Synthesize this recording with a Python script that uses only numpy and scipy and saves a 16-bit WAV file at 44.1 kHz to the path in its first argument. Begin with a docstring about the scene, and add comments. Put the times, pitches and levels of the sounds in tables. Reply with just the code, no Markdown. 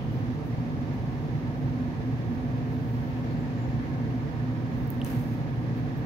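"""The steady low roar of a gas furnace in a basement, heard from a hand-held phone.
Burner noise booms through cabinet, duct and room resonances under a rush of air and thin fan whines;
the blower's shaft tones throb against the motor's mains hum. Close up, the hand brushes the case,
a finger hovers over the left microphone and colours the sound with a hollow ring,
and later the grip shifts with a few ticks and a short slide of skin."""
import sys
import numpy as np
from scipy import signal
from scipy.fft import rfft, irfft, next_fast_len
from scipy.io import wavfile

SR = 44100
rng = np.random.default_rng(int(sys.argv[2]) if len(sys.argv) > 2 else 0)


def bounce(signal):
    """Save signal as a 16-bit WAV file at the path given by the first command-line argument."""
    frames = np.transpose(np.atleast_2d(signal))
    limited = np.clip(frames, -1, 1)
    pcm = np.round(limited * 32767).astype(np.int16)
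    wavfile.write(sys.argv[1], SR, pcm)


N = 267201
FFT_SIZE = next_fast_len(N, real=True)
TIME, FREQS = np.arange(N) / SR, np.maximum(np.fft.rfftfreq(FFT_SIZE, 1 / SR), 1)

# the room's stereo image at the microphones: f/Hz, coherence/0-1, left lead/rad, left-right/dB
STEREO_FIELD = [(30, 0.87, 4, -3), (64.3, 0.78, 1.0, -8), (114, 1, 0.39, -4), (178, 0.95, 0.74, -5),
                (229, 0.98, -0.02, 1.5), (356, 1, 0.48, 0.5), (493, 0.94, 1, 0), (805, 0.41, 0, -0.5),
                (1065, 0.03, 1.46, 0), (1370, 0.38, 3.5, -4.5), (2130, 0.09, 3, -5.5),
                (4160, 0.1, 5.5, -1.5), (6350, 0.3, -39, -1)]
# modes of the phone's case: f/Hz, width/Hz, left-right/dB
PHONE_MODES = [(2980, 880, -3), (6200, 1800, -9), (9600, 2600, 5), (14800, 3500, -2)]


def burners(paths):
    """Gas flames: a deep, almost even roar of turbulence."""
    # the roar between the resonances: f/Hz, level/dB per Hz
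    roar = [(22, -83), (35, -75), (44, -60.5), (60, -60.5), (79, -64), (92, -56), (115, -54.5),
            (160, -55.5), (195, -62.5), (300, -64.5), (370, -70), (560, -74.5), (850, -78), (1250, -81.5),
            (1450, -99.5), (3000, -125)]
    return turbulence(roar, paths, flutter_db=0.02, flutter_hz=4)


def air_rush(paths):
    """Air flutters through blower and grilles, slowly filling out on the right as the phone turns."""
    # colour of the rush: f/Hz, relative level/dB
    colour = [(700, -110), (1380, -83.5), (1520, -79.5), (1900, -80), (2400, -84.5), (3000, -89.5),
              (4500, -94), (6600, -100.5), (7700, -114), (10000, -130)]
    left, right = turbulence(colour, paths, flutter_db=0.6, flutter_hz=17)
    turn_db_per_s = 0.5
    swell = from_db(turn_db_per_s * (TIME - TIME.mean())) - 1
    right = right + swell * resonate(right, hz=1600, width_hz=800)
    return from_db(-1.68) * np.array([left, right])


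def blower(shaft_hz=16.78):
    """The wheel drones at multiples of its shaft rate; the seventh throbs against the motor's hum."""
    # shaft tones: multiple of the shaft rate, rms level/dB, left-right/dB
    orders = [(3, -55.5, -8), (4, -49, -7), (5, -56.5, -5.5), (7, -40, -2), (8, -50, -2.5), (9, -43.5, -9),
              (10, -46, 13), (11, -48, 16), (14, -48.5, -3), (15, -42.5, -3), (18, -50.5, -8),
              (20, -55.5, 1)]
    return tones([(order * shaft_hz, *mix) for order, *mix in orders], wander=0.00038, waver_db=0)


def motor_hum(mains_hz=60):
    """The windings hum at multiples of the mains rate."""
    # hum tones: multiple of the mains rate, rms level/dB, left-right/dB
    orders = [(2, -40.5, 3.5), (8, -55, 1)]
    return tones([(order * mains_hz, *mix) for order, *mix in orders], wander=0.0001, waver_db=1.5)


def fan_whine():
    """The fans add thin, slightly wavering whines."""
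    # pitch of each whine: f/Hz
    pitches = [685, 705.9, 905.4, 1412, 2708.8, 4265]
    # mix of each whine: rms level/dB, left-right/dB
    mixes = [(-66, -6), (-60, 9), (-79, 14), (-81, -15), (-90, -3), (-92, -15)]
    return tones([(hz, *mix) for hz, mix in zip(pitches, mixes)], wander=0.00051, waver_db=1.5)


def basement():
    """Ducts and room carry noise to the microphones by two paths: one shared, one to the right only."""
    # cabinet, duct and room resonances: f/Hz, width/Hz, lift/dB, left-right/dB
    resonances = [(64.6, 7.4, 5.5, -6), (111.5, 1.9, 4, -2.5), (139.7, 21.5, 6, 3.5),
                  (234.7, 15.6, 9.5, -4.5), (256.6, 15.7, 11, -1.5), (282, 9.5, 3.5, -15),
                  (306, 8.7, 4.5, -4), (337.6, 14, 5, -13), (384, 20, 2, -2), (445.4, 26, 7, 0.5),
                  (527, 37, 4, -0.5), (566, 34, 4, 3.5), (600, 11, 1, 0), (684, 21, 1.5, -7.5),
                  (755, 64, 6.5, 4), (902, 11.3, 8.5, -1), (942, 31, 7.5, -6), (1061, 20, 7.5, -3.5),
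                  (1172, 24, 4.5, 2), (1318, 31, 7, 6), (1723, 66, 4, 1.5)]
    coherence, lead, balance_db = at_hz(STEREO_FIELD)
    lift_db = 0
    for hz, width_hz, mode_db, side_db in resonances:
        bell = 1 / (1 + ((FREQS - hz) / width_hz) ** 2) ** 2
        lift_db = lift_db + mode_db * bell
        balance_db = balance_db + side_db * bell
    left, right = from_db(lift_db) * panned(balance_db)
    # long waves reach both microphones alike
    shared = np.array([left, right * coherence * np.exp(-1j * lead)])
    right_only = np.array([0 * left, right * np.sqrt(1 - coherence ** 2)])
    return shared, right_only


def finger_over_port(sound, gap_width_hz=71, tremble_db=2.2, tremble_hz=30):
    """A hovering finger adds a broad hollow colour and a thin ring to the sound at the port."""
    # ring of the gap, falling as the finger lifts away: t/s, f/Hz, relative level/dB
    gap = [(3.05, 7150, 0), (3.2, 7200, 11), (3.265, 7010, 17), (3.31, 7080, 8), (3.35, 7140, 17),
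           (3.43, 7400, 15), (3.53, 7220, 16), (3.61, 7090, 17), (3.7, 7030, 14), (3.745, 6820, 12),
           (3.79, 6750, -30)]
    # hollow under the finger, bright and then deeper: t/s, f/Hz, width/Hz, relative level/dB
    cavity = [(3.05, 1900, 1300, -2), (3.32, 2700, 2800, -4), (3.5, 2150, 1300, -8), (4.0, 1950, 1200, -4)]
    gap_hz, gap_db = in_time(gap)
    # a narrow band of the sound follows the gap's pitch
    carrier = np.exp(2j * np.pi * np.cumsum(gap_hz + tremble_hz * drift(5)) / SR)
    pole = np.exp(-np.pi * gap_width_hz / SR)
    ring = 2 * np.real(carrier * signal.lfilter([1 - pole], [1, -pole], sound / carrier))
    hollow_hz, hollow_width_hz, hollow_db = in_time(cavity)
    hollow = from_db(hollow_db) * gliding(sound, hollow_hz, hollow_width_hz)
    rub = rim_rub()
    ring *= from_db(gap_db + tremble_db * drift(11))   # breaks up as the finger trembles
    closeness = gesture(start_s=2.97, attack_s=0.19, hold_s=0.68, release_s=0.42)
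    return closeness * (hollow + ring) + rub


def rim_rub(at_s=3.32, spread_s=0.05):
    """The fingertip rubs the rim of the port once: a narrow puff of friction."""
    envelope = from_db(-88.5) * np.exp(-((TIME - at_s) / spread_s) ** 2)
    return envelope * resonate(to_time(white()[0]), hz=4300, width_hz=320)


def case_ticks(left_lag_s=0.000028, echo_s=0.0047):
    """The case snaps under the grip, each snap striking every mode with a strength of its own."""
    # snaps: t/s, left-right/dB, then level/dB in each of the four case modes
    snaps = [(4.8754, -4, -66, -62, -56, -32.5), (4.9034, -3, -58, -53, -40, -19),
             (5.0158, 0, -29.5, -62, -46, -48), (5.0474, 10, -45, -37.5, -31, -28.5),
             (5.0636, 11, -56, -45, -41, -40), (5.0654, 3, -58, -45, -47, -48)]
    out = np.zeros((2, N))
    for mode, (hz, width_hz, side_db) in enumerate(PHONE_MODES):
        pip = case_ring(signal.unit_impulse(1024), hz, width_hz)
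        pip /= np.abs(pip).max()
        for at_s, balance_db, *mode_db in snaps:
            at = round(at_s * SR)
            out[:, at:at + len(pip)] += from_db(mode_db[mode]) * panned(balance_db + side_db) * pip
    left, right = rfft(out, FFT_SIZE)
    direct = np.array([left * delay(left_lag_s), right])
    # a near surface throws each snap back, mostly to the right port
    echo = from_db(-18) * panned(-8) * delay(echo_s)
    return to_time(direct * (1 + echo))


def skin_slide(at_s=5.042, press_s=0.06, ease_s=0.16, ease_db=16, grain_db=1.5):
    """One grainy slide along the case: skin grips, presses, eases to a light touch and lets go."""
    # colour of the friction: f/Hz, relative left level/dB, relative right level/dB
    friction = [(600, -96, -94), (1300, -79, -76), (2580, -82, -81), (4200, -95, -88), (5500, -99, -89),
                (6600, -90, -92), (7500, -94, -113), (9400, -90.5, -106), (10600, -91.5, -103.5),
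                (12700, -84.5, -100), (14200, -87, -95), (15700, -89, -96), (16200, -120, -122)]
    contact = gesture(at_s, attack_s=0.015, hold_s=0.31, release_s=0.06)
    eased = 1 - np.exp(-np.maximum(TIME - at_s - press_s, 0) / ease_s)
    pressure_db = -1 - ease_db * eased
    return contact * from_db(pressure_db + grain_db * drift(120)) * coloured_noise(friction)


def hand_brushes(rise_share=0.25):
    """Light, airy brushes of the hand, a little nearer the right port, and the rasp that follows the snap at
    4.9 s; each swells fast and fades."""
    # strokes: peak t/s, relative level/dB, decay/s
    strokes = [(0.121, -1, .11), (.46, 0, .06), (.94, -1, .035), (1.58, -7, .15), (2.34, -6, .06),
               (2.72, -1, .06), (2.9, -1, 0.4), (4.78, 0, 0.19), (4.908, 10, 0.029), (5.77, 2, .039),
               (5.976, 5, .022)]
    # colour of a brush: f/Hz, relative level/dB
    colour = [(5000, -128), (9000, -112.5), (11000, -111.5), (13000, -104.5), (14500, -101.5),
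              (15700, -102.5), (16200, -128)]
    touch = 0
    for peak_s, level_db, decay_s in strokes:
        falloff = np.maximum((peak_s - TIME) / rise_share, TIME - peak_s) / decay_s
        touch = touch + from_db(level_db) * np.exp(-np.minimum(falloff, 20))
    return touch * panned(-1) * coloured_noise(colour)


def palm_settling(decay_s=0.18):
    """Soft friction of the palm at the start rings the lowest mode of the case and dies away."""
    hz, width_hz, side_db = PHONE_MODES[0]
    envelope = from_db(-83.5) * np.exp(-TIME / decay_s)
    return envelope * panned(side_db) * case_ring(to_time(white()), hz, width_hz)


def microphone_hiss():
    """The microphones' own faint, bright noise floor."""
    # hiss: f/Hz, left level/dB per Hz, right level/dB per Hz
    floor = [(5000, -116, -120), (8100, -112.3, -116), (9250, -110, -114.3), (10900, -109.8, -112.3),
             (12400, -111.5, -111), (14000, -112, -107.5), (15700, -111.5, -109.5), (16100, -135, -135)]
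    return coloured_noise(floor)


def turbulence(spectrum, paths, flutter_db, flutter_hz):
    """Noise of a flow whose strength flutters, filling the basement."""
    shared, right_only = white()
    sound = to_time(from_db(at_hz(spectrum)) * (paths[0] * shared + paths[1] * right_only))
    return sound * from_db(flutter_db * drift(flutter_hz))


def tones(rows, wander, waver_db):
    """Tones locked to one wandering speed; waver_db is the hand's drift through standing waves."""
    clock = np.cumsum(1 + wander * drift(1.0)) / SR
    out = 0
    for hz, level_db, balance_db in rows:
        lead = at_hz(STEREO_FIELD, hz)[1]
        phase = 2 * np.pi * (hz * clock + rng.random())
        level = np.sqrt(2) * from_db(level_db + waver_db * drift(0.35))
        out = out + level * panned(balance_db) * np.sin([phase, phase - lead])
    return out


def gesture(start_s, attack_s, hold_s, release_s):
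    """Envelope of a hand movement, from 0 to 1 and back."""
    return np.interp(TIME, start_s + np.cumsum([0, attack_s, hold_s, release_s]), [0, 1, 1, 0])


def case_ring(x, hz, width_hz):
    """A heavily damped mode of the case; steep skirts round a snap into a pip."""
    return resonate(resonate(resonate(x, hz, width_hz), hz, width_hz), hz, width_hz)


def resonate(x, hz, width_hz):
    """A fixed resonance."""
    return signal.lfilter(*two_pole(hz, width_hz), x + 1e-18)


def gliding(x, hz, width_hz, block=128):
    """A resonance whose centre and width move, stepped in short blocks."""
    out, state = np.zeros(N), np.zeros(2)
    change = x - np.pad(x, (2, 0))[:N]
    for i in range(0, N, block):
        b, a = two_pole(hz[i], width_hz[i])
        out[i:i + block], state = signal.lfilter(b[:1], a, change[i:i + block], zi=state)
    return out


def two_pole(hz, width_hz):
    """Coefficients of a resonance with gain 1 at its peak."""
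    r = np.exp(-np.pi * width_hz / SR)
    return np.array([1, 0, -1]) * (1 - r * r) / 2, [1, -2 * r * np.cos(2 * np.pi * hz / SR), r * r]


def drift(rate_hz, control_hz=500):
    """Smooth random modulation with spread 1."""
    r = np.exp(-2 * np.pi * rate_hz / control_hz)
    slow = signal.lfilter([1], [1, -2 * r, r * r], rng.standard_normal(6000))[2000:]
    return np.interp(TIME * control_hz, np.arange(len(slow)), slow / slow.std())


def white():
    """Spectra of two unrelated noises at 0 dB per Hz."""
    return rfft(rng.standard_normal((2, FFT_SIZE))) * np.sqrt(SR / 2)


def coloured_noise(spectrum):
    """Wide stereo noise shaped by a spectrum."""
    return to_time(white() * from_db(at_hz(spectrum)))


def delay(seconds):
    """A delay, as a factor on a spectrum."""
    return np.exp(-2j * np.pi * FREQS * seconds)


def to_time(spectra):
    """Spectra back to sound."""
    return irfft(spectra, FFT_SIZE)[..., :N]


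def in_time(rows):
    """The columns of a curve at every sample."""
    times, *columns = np.transpose(rows)
    return [np.interp(TIME, times, c) for c in columns]


def at_hz(rows, hz=FREQS):
    """The columns of a spectrum, joined on a log-frequency axis."""
    points, *columns = np.transpose(rows)
    return np.array([np.interp(np.log(hz), np.log(points), c) for c in columns])


def panned(balance_db):
    """Left and right gains for a level difference, at constant power."""
    gains = from_db(np.array([[.5], [-.5]]) * balance_db)
    return gains / np.sqrt(np.mean(gains ** 2, axis=0))


def from_db(db):
    """Decibels to gain."""
    return 10 ** (np.asarray(db) / 20)


def scene():
    """The furnace fills the basement; the hand on the phone adds small sounds up close."""
    paths = basement()
    furnace = burners(paths) + air_rush(paths) + blower() + motor_hum() + fan_whine()
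    furnace[0] += finger_over_port(furnace[0])   # left microphone only
    return furnace + case_ticks() + palm_settling() + skin_slide() + hand_brushes()


def record(dry):
    """The microphones add their hiss and the top is cut steeply."""
    high_cut = signal.ellip(10, .1, 50, 16500, fs=SR, output="sos")
    return signal.sosfiltfilt(high_cut, dry + microphone_hiss())


dry = scene()
out = record(dry)
bounce(out)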